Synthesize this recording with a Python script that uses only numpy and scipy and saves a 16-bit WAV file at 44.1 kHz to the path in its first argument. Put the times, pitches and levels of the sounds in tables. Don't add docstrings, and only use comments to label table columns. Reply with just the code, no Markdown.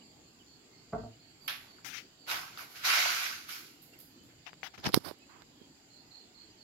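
import sys
import numpy as np
from scipy import signal
from scipy.fft import rfft, irfft, next_fast_len
from scipy.io import wavfile
from scipy.ndimage import uniform_filter1d

SR = 44100
rng = np.random.default_rng(int(sys.argv[2]) if len(sys.argv) > 2 else 0)


def persist_wave(psi):
    counts = np.round(np.clip(psi, -1, 1) * 32767).astype(np.int16)
    wavfile.write(sys.argv[1], SR, np.atleast_2d(counts).T)


N = 292378


def amp(db):
    return 10 ** (np.asarray(db) / 20)


def evened(x):
    return x / np.sqrt(np.mean(x ** 2) + 1e-20)


def read(points, hz):
    f, value = np.transpose(points)
    return np.interp(np.log(hz + 1), np.log(f + 1), value)


def add(mix, s, sound):
    part = mix[..., max(round(s * SR), 0):][..., :sound.shape[-1]]
    part += sound[..., :part.shape[-1]]


def colour(x, gain):
    size = next_fast_len(x.shape[-1] + 1024)
    spectrum = rfft(x, size) * gain(np.fft.rfftfreq(size, 1 / SR))
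    return irfft(spectrum, size)[..., :x.shape[-1]]


def pair(x, pan_db):
    left = 1 / (1 + amp(-2 * np.asarray(pan_db)))
    return 2 * np.array([np.sqrt(left) * x[0], np.sqrt(1 - left) * x[1]])


def ring(hz, t60):
    t = np.arange(round(t60 * SR) + 20) / SR
    return amp(-60 * t / t60) * np.sin(2 * np.pi * hz * t)


# (f/Hz, correlation -1 to 1)
LIKENESS = [(60, 0.91), (150, 0.94), (380, 0.76), (950, 0.018), (2380, -0.16), (5980, -0.38), (15000, 0.22)]


def spread(left, other, hz):
    same = read(LIKENESS, hz)[:, None]
    return np.array([left, same * left + np.sqrt(1 - same ** 2) * other])


# (f/Hz, relative level/dB per Hz)
HUSH_LEFT = [(30, -34), (130, -10.5), (220, -17), (280, -10.5), (420, -19.5), (520, -24), (800, -20.5),
             (1000, -29), (2300, -32.5), (3100, -28), (3800, -32.5), (5800, -31), (7200, -19.5),
             (15500, -7)]
# (f/Hz, relative level/dB per Hz)
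HUSH_RIGHT = [(30, -26.5), (130, -12), (220, -15.5), (280, -10), (420, -17), (520, -20.5), (1200, -26),
              (3100, -22.5), (3700, -25), (4700, -18), (6300, -38.5), (7400, -31.5), (12000, -22),
              (15500, -33)]
HUSH_DB = -60


def hush():
    frames, hz = N // 256 + 5, np.fft.rfftfreq(1024, 1 / SR)
    a, b, c, d, patches, streaks = rng.standard_normal((frames, 513, 6)).T
    patches = evened(uniform_filter1d(uniform_filter1d(patches, 8, 0), 16, 1))
    streaks = evened(uniform_filter1d(uniform_filter1d(streaks, 2, 0), 24, 1))
    z = spread(a + 1j * b, c + 1j * d, hz)
    treble_step_db = np.array([[-33.5], [-14.5]])
    shape_db = [read(HUSH_LEFT, hz), read(HUSH_RIGHT, hz)] + treble_step_db / (1 + (7900 / (hz + 1)) ** 60)
    z *= amp(shape_db[:, :, None] + 1.6 * patches + 1.686 * streaks)
    noise = signal.istft(z, nperseg=1024, noverlap=768)[1][:, :N]
    return amp(HUSH_DB) * evened(noise)


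# (t/s, length/s, f/Hz, level/dB)
PIPS = [(0, 0.038, 2940, -64), (0.388, 0.029, 3190, -65.5), (0.395, 0.044, 3000, -66),
        (0.674, 0.14, 2100, -73.5), (1.09, 0.12, 2940, -75), (3.923, 0.034, 2760, -63),
        (3.936, 0.046, 2200, -69), (4.17, .1, 3040, -72), (5.18, 0.1, 2570, -70.5),
        (5.534, 0.18, 3240, -70)]
WHINE_HZ, WHINE_DB, WAVER_DB, WAVER_S = 4850, -82, 5.5, 0.069


def whine():
    waver = evened(colour(rng.standard_normal(N), lambda f: np.exp(-(f * WAVER_S) ** 2)))
    tone = colour(rng.standard_normal((2, N)), lambda f: 1 / (1 + ((f - WHINE_HZ) / 30) ** 2))
    out = amp(WHINE_DB + WAVER_DB * waver) * pair(evened(tone), -2.5)
    for s, length, hz, db in PIPS:
        size = round(length * SR)
        noise = rng.standard_normal((2, SR // 4))
        pip = colour(noise, lambda f: 1 / (1 + ((f - hz) / 35) ** 2))[:, :size]
        add(out, s, amp(db) * np.hanning(size) * pair(evened(pip), -8))
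    return out


# (t/s, level/dB before the mix, downward slide f/Hz)
CHIRPS = [(0, -48.5, 503), (0.206, -50, 500), (0.457, -47, 613), (0.718, -47, 500), (0.929, -52, 500),
          (1.19, -47, 600), (1.404, -42, 300), (1.676, -43, 400), (1.94, -48, 400), (2.182, -42.5, 397),
          (5.897, -42, 790), (6.105, -37.5, 820), (6.338, -39, 777), (6.58, -40, 600)]


def cricket():
    out, t = np.zeros(N), np.arange(800) / SR
    for s, db, slide_hz in CHIRPS:
        for k, (off, fade_db) in enumerate(rng.standard_normal((4, 2))):
            hz = 4700 * (1 + 0.012 * off) - slide_hz * t / t[-1]
            stroke = np.sin(2 * np.pi * np.cumsum(hz) / SR) * np.hanning(len(t))
            stroke_db = db + 1.2 * fade_db - 1.4 * (k - 1.5) ** 2
            add(out, s + 0.028 * k, amp(stroke_db) * stroke)
    left = colour(out, lambda f: 1 / (1 + ((f - 4520) / 200) ** 2))
    return np.array([left, out])


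# (f/Hz, t60/s)
WALLS = [(100, 0.2), (500, 0.23), (2000, 0.32), (6000, 0.25), (14000, 0.33)]


def room(x):
    taps = np.zeros((2, SR))
    at = np.arange(200, SR - 20, 20) + rng.integers(0, 20, (2, (SR - 201) // 20))
    np.put_along_axis(taps, at, rng.choice([-1., 1.], at.shape), 1)
    hz, t, z = signal.stft(taps, SR, nperseg=512)
    decay = amp(-60 * t / read(WALLS, hz)[:, None])
    tail = signal.istft(spread(z[0], z[1], hz) * decay, SR, nperseg=512)[1]
    return signal.fftconvolve(x, tail / np.linalg.norm(tail[0]), axes=1)[:, :N]


# (f/Hz, left over right level/dB)
PORTS = [(100, -0.5), (400, -1), (800, 2), (1300, -4), (2200, -5), (3200, -1), (4700, -6.5), (5600, -1.5),
         (6500, 13), (7500, 10), (8500, -3.5), (10000, -1.5), (12000, -11.5), (15000, -3.5)]


def ports(air):
    return colour(air, lambda f: pair(np.ones((2, len(f))), read(PORTS, f)) / np.sqrt(2))


def patchy(x, depth_db):
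    z = signal.stft(x, nperseg=256, noverlap=192)[2]
    field = rng.standard_normal(z.shape[1:])
    field = uniform_filter1d(uniform_filter1d(field, size=3, axis=0), size=20, axis=1)
    patches = amp(depth_db * evened(field))
    return signal.istft(z * patches, nperseg=256, noverlap=192)[1][:, :x.shape[-1]]


def gritty(size, per_s, spread_db, share):
    clumps = amp(5 * evened(uniform_filter1d(rng.standard_normal(size), 400)))
    sizes = amp(spread_db * np.minimum(rng.exponential(1, size), 4))
    grains = (rng.random(size) < clumps * per_s / SR) * sizes
    grains = signal.lfilter([1], [1, -.85], grains)
    push = 1 - share + share * evened(grains)
    return patchy(rng.standard_normal((2, size)) * push, depth_db=1.9)


def three_bands(x, spectrum, low_hz, top_hz):
    x = colour(x, lambda f: amp(read(spectrum, f)))
    low = colour(x, lambda f: 1 / (1 + (f / low_hz) ** 14))
    middle = colour(x - low, lambda f: 1 / (1 + (f / top_hz) ** 8))
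    high = colour(x, lambda f: 1 - 1 / (1 + (f / 8000) ** 12))
    return evened(low), evened(middle), evened(high)


RISE_DB, FADE_DB = 30, 40


def contact(rise_s, hold_s, change_db, fade_db_per_s):
    hold_s = max(hold_s, .001)
    t = np.arange(-rise_s, hold_s + FADE_DB / fade_db_per_s, 1 / SR)
    faded_db = fade_db_per_s * np.maximum(t - hold_s, 0)
    held_db = np.interp(t, [-rise_s, 0, hold_s], [-RISE_DB, 0, change_db])
    return amp(held_db - faded_db), faded_db


# (full contact t/s, level/dB, rise/s, hold/s, change over the hold/dB, fade/dB per s,
# left over right/dB, treble above 8 kHz/dB, rumble/dB, treble left over right/dB,
# low edge f/Hz, high edge f/Hz, share of stick-slip grains 0-1)
RUBS = [(1.847, -47.5, 0.0044, 0.019, 3.5, 147, 28, -9, -17.5, 27, 1220, 7800, .14),
        (1.936, -47.5, .06, 0.046, 3, 400, 29, -13.5, -26, 26, 1140, 6700, .14),
        (4.465, -49.5, 0.014, 0.021, 1, 900, 22, -23, -25, 8, 504, 5300, .36),
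        (4.636, -45, 0.011, 0.039, -2.5, 1000, 19, -16, -24, 21, 550, 6100, .1),
        (4.741, -53.5, 0.0083, 0.015, 0, 1400, 22, -21, -28, 0, 607, 5960, 0.02),
        (4.779, -55, 0.0076, 0.033, -6.5, 900, 0, -17, 0, -5, 390, 7200, .4),
        (4.848, -41, 0.031, 0.021, 11.5, 2000, -1, -19.5, -10, -7, 308, 6500, .17),
        (4.88, -41, .006, 0.017, -10.5, 600, -2, -13, 3.5, -11.5, 307.6, 6500, .17),
        (4.935, -45.5, 0.026, .003, 0.5, 701, -18, -9, -4, -29, 2500, 5300, .3),
        (4.9455, -27, 0.0018, 0.00078, -5, 7000, -27.5, 3.5, -8, -39, 400, 8100, 0),
        (4.95, -41.5, 0.0043, 0.028, -2.5, 1300, -14, -6, 0.5, -32, 400, 8100, .62),
        (5.003, -62.5, 0.022, .02, -1.5, 300, -15, -5.5, 4, -25, 401, 8130, 0.1),
        (5.049, -44.5, 0.021, 0.042, -1, 452, -31, -9, -11, -33, 298, 5300, 0.02),
        (5.299, -62.5, 0.028, 0.13, -2.5, 1500, -21, -24, -7.5, -4, 840, 2900, .03)]
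# (f/Hz, relative level/dB per Hz)
SKIN_LEFT = [(47, -40), (80, -13.5), (278, -12.5), (508, -20.5), (776, -1), (1080, -13), (1420, -8.5),
             (3020, -8), (4310, -15), (6020, -9), (8220, -23), (14300, -19), (16400, -20.5)]
# (f/Hz, relative level/dB per Hz)
SKIN_RIGHT = [(47, -34), (80, 8), (228, -3.5), (364, 1), (486, -6.5), (776, -2), (2210, -12.5), (2700, -17),
              (5270, -4.5), (7520, -30), (12000, -24), (15300, -32.5), (16400, -45)]
# (t/s, level/dB, left over right/dB, f/Hz, t60/s, port whistle/dB)
TICKS = [(1.847, -36, 20, 2500, 0.0019, -20), (4.532, -30, 24, 1640, 0.0013, -40),
         (4.54, -38.5, -15, 3000, 0.00079, -21), (4.632, -23, 30, 2155, 0.0041, -25),
         (4.78, -39.5, 19, 2500, 0.0051, -24), (4.792, -48, -12, 3000, .003, -15),
         (4.801, -46, -10, 5000, .003, -6), (4.843, -26.5, -14, 3650, 0.0033, -15),
         (4.848, -23, -15, 1200, 0.0019, -30), (4.857, -20, -25, 2660, 0.0024, -30),
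         (4.867, -30, -4, 1500, 0.0018, -30), (4.871, -46, -3, 2020, .002, -28),
         (4.891, -25.5, -24, 1410, 0.0026, -6.5), (4.974, -29, -23, 900, .004, -28),
         (4.921, -36, -19, 4500, .003, -20), (4.939, -28.5, -4, 3500, 0.0024, -15),
         (4.9428, -12, -11, 2230, 0.0023, -3), (4.9443, -3.5, -23, 4400, 0.0024, -23),
         (5.111, -33.5, -25, 1120, 0.004, -23), (5.1125, -44, -24, 4530, 0.0027, -20),
         (5.188, -59, -15, 7150, .003, 5), (5.42, -43, -21, 1300, 0.0027, -20),
         (5.4215, -40.5, -15, 4130, 0.0024, -20)]
# (t/s, level/dB, left over right/dB, f/Hz, left sign against right)
THUMPS = [(4.791, -42, 4, 300, 1), (4.864, -46, 5, 300, 1), (4.873, -19, 25, 185, 1),
          (4.894, -31, 8, 302, 1), (4.9, -30, -11, 350, 1), (4.9418, -9.5, -2, 300, -1),
          (4.9436, -9, 30, 785, -1), (4.9752, -9.5, -24, 278, 1), (5.114, -28, -23, 412, 1),
          (5.617, -38.5, -18, 278, 1)]


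def fingers():
    out = np.zeros((2, N))
    for (s, level_db, rise_s, hold_s, change_db, fade, pan_db, treble_db, rumble_db, treble_pan_db,
         low_hz, top_hz, share) in RUBS:
        shape = contact(rise_s, hold_s, change_db, fade)[0]
        slip = gritty(SR // 2, per_s=1500, spread_db=3, share=share)[:, :len(shape)]
        sides = [three_bands(x, skin, low_hz, top_hz) for x, skin in zip(slip, (SKIN_LEFT, SKIN_RIGHT))]
        rumble, hiss, treble = np.swapaxes(sides, 0, 1)
        near = pair(hiss + amp(rumble_db) * rumble, pan_db)
        near += amp(treble_db) * pair(treble, treble_pan_db)
        add(out, s - rise_s, amp(level_db) * shape * near)
    for s, db, pan_db, hz, t60, whistle_db in TICKS:
        tick = ring(hz, t60)
        dull = signal.lfilter(*signal.butter(2, 4500, fs=SR), tick)
        whistling = tick + amp(whistle_db) * ring(11600, t60)
        add(out, s, amp(db) * pair([dull, whistling], pan_db))
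    u = np.arange(-600, 600) / SR
    for s, db, pan_db, hz, sign in THUMPS:
        push = (2 * (np.pi * hz * u) ** 2 - 1) * np.exp(-(np.pi * hz * u) ** 2)
        add(out, s + u[0], .5 * amp(db) * pair([sign * push, push], pan_db))
    return out


# (full contact t/s, drag level/dB, rise/s, hold/s, change over the hold/dB, fade/dB per s,
# fine grit above 8 kHz/dB, sole body below 1.2 kHz/dB, hiss above 3.3 kHz/dB, heel 1 or sole 0)
STEPS = [(1.416, -80.5, .04, .05, 8.5, 600, 6.5, 4, -4, 1),
         (1.48, -35, 0.0039, 0.0069, -1, 221, -12, -13.5, -5.5, 1),
         (1.597, -64, 0.028, 0.065, -1, 61, -9, -5.5, -5, 1),
         (2.284, -40, .025, 0.033, 3.5, 131, -8, -4.5, -4, 0),
         (2.469, -61, 0.025, 0.13, 0, 91, -13, -5.5, 0.5, 0),
         (2.582, -50.5, 0.021, 0.04, 0.5, 300, -3.5, -3.5, -3.5, 0),
         (2.708, -62, 0.067, .04, -3.5, 200, 4, -2, 2, 0),
         (2.761, -50, .04, 0.011, 0.5, 125, -7, -17, -2.5, 0),
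         (2.851, -30.5, .036, 0.14, 1, 73, -11, -12, -3, 0),
         (3.08, -37.5, 0.061, 0.18, -2, 109, -9, -14.5, -2, 0),
         (3.491, -46.5, 0.028, 0.025, -0.5, 108.5, -2, -14, 1, 0),
         (3.828, -73.5, 0.022, .02, -7, 150, 18, -4, 7, 0),
         (3.935, -59.5, 0.0092, .005, -2, 605, -11, -19, -10, 0),
         (4.001, -69, 0.013, 0.028, -7.5, 172, 17, -7, 3, 0),
         (4.246, -81.5, .02, 0.018, -5, 200, 13, -15, -2, 0),
         (4.3, -64, 0.036, .025, -7, 598, -20, -22, -18, 0)]
# (f/Hz, relative level/dB per Hz)
HEEL = [(180, -47), (300, -21), (471, -30), (576, -16), (681, -13), (2730, -6.5), (5430, -11),
        (7720, -25.5), (11500, 3.5), (15300, -7), (16400, -43)]
# (f/Hz, relative level/dB per Hz)
SOLE = [(180, -38), (300, -17.5), (471, -20), (741, -7.5), (876, -8), (1520, -2), (1770, -9.5),
        (2270, -4.5), (3400, -9.5), (4670, -6), (6640, -10), (8390, -16), (11900, 3), (15300, -7.5),
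        (16400, -10)]
# (t/s, level/dB, f/Hz)
SNAPS = [(1.4793, -43, 2980), (1.478, -41, 12700), (1.784, -60, 1280), (2.574, -46.5, 1314),
         (2.574, -52.5, 3900), (2.591, -45.5, 1510), (2.615, -66, 2640), (3.057, -36, 770),
         (3.262, -38.5, 2200), (3.82, -63, 12200), (3.989, -56.5, 12100), (3.99, -69, 4500),
         (4.235, -72, 12000)]
LOOSE_HEEL, LOOSE_SOLE = 0.42, 0.2
GRIT_LINGERS, BODY_LINGERS, HISS_LINGERS = 0.11, 0.02, 0.13


def sandals():
    out = np.zeros((2, N))
    for s, drag_db, rise_s, hold_s, change_db, fade, fine_db, body_db, hiss_db, heel in STEPS:
        shape, faded_db = contact(rise_s, hold_s, change_db, fade)
        shoe, share = (HEEL, LOOSE_HEEL) if heel else (SOLE, LOOSE_SOLE)
        scrape = gritty(SR, per_s=900, spread_db=2.5, share=share)[:, :len(shape)]
        body, middle, fine = three_bands(scrape, shoe, 1235, 7440)
        drag = colour(middle, lambda f: 1 / (1 + (f / 3300) ** 6))
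        layers = evened(drag)
        layers += amp(hiss_db + HISS_LINGERS * faded_db) * evened(middle - drag)
        layers += amp(body_db + BODY_LINGERS * faded_db) * body
        layers += amp(fine_db + GRIT_LINGERS * faded_db) * fine
        add(out, s - rise_s, amp(drag_db) * shape * layers)
    t = np.arange(600) / SR
    for s, db, hz in SNAPS:
        attack = np.minimum(t * hz / 3, 1)
        snap = rng.standard_normal((2, 600)) * attack * amp(-60 * t / 0.018)
        snap = colour(snap, lambda f: np.exp(-np.log2((f + 1) / hz) ** 2 / 0.17))
        add(out, s, amp(db) * evened(snap))
    return out


# (t/s, blow level/dB, hardness as a low-pass f/Hz)
BLOWS = [(0.925, -40, 1400), (.931, -27.5, 1420), (.938, -40, 1190), (.945, -30, 910), (.962, -46, 1210),
         (.98, -40, 1210), (0.999, -35.5, 400), (1.017, -60, 400), (1.032, -39, 905), (1.045, -43, 710),
         (1.058, -46, 900), (1.08, -59, 497)]
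# (f/Hz, level/dB, t60/s)
DOOR = [(41, -3.5, 0.11), (112.3, -11, 0.52), (232, -4.5, 0.085), (276, -7, 0.019), (437, -8, 0.089),
        (543, -17, .06), (662.6, -0.5, 0.1), (693, -0.5, 0.033), (743, -7.5, 0.058), (915, -18.5, 0.078),
        (1003, -18, 0.042), (1185, -10, 0.044), (1340, -12, 0.033), (1426, -13, 0.054),
        (1545, -14.5, 0.043), (1850, -21, 0.056), (2060, -16, .04), (2330, -27, .04)]


def door():
    out = np.zeros(N)
    spots = rng.standard_normal((len(BLOWS), len(DOOR)))
    for (s, db, hard_hz), spot in zip(BLOWS, spots):
        panel = np.zeros(SR // 2)
        for k, ((hz, mode_db, t60), spot_db) in enumerate(zip(DOOR, spot)):
            add(panel, 0, (-1) ** k * amp(mode_db + spot_db) * ring(hz, t60))
        add(out, s, amp(db) * signal.lfilter(*signal.butter(3, hard_hz, fs=SR), panel))
    out *= amp(-600 * np.maximum(np.arange(N) / SR - 1.1, 0))
    return np.array([out, out])


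def scene():
    insect, steps, wood = cricket(), sandals(), door()
    direct = wood + steps + amp(-14) * insect
    echoes = room(amp(1.5) * wood + amp(-5.5) * steps + amp(-6.5) * insect)
    picked_up = ports(direct + echoes) + fingers()
    thin = signal.sosfilt(signal.butter(3, 70, "high", fs=SR, output="sos"), picked_up)
    return thin + whine() + hush()


EDGE_HZ = 15850


def record(dry):
    rounded = .95 * np.tanh(dry / .95)
    low_pass = signal.firwin(511, EDGE_HZ, window=("kaiser", 9), fs=SR)
    return signal.oaconvolve(rounded, low_pass[None], "same")


dry = scene()
out = record(dry)
persist_wave(out)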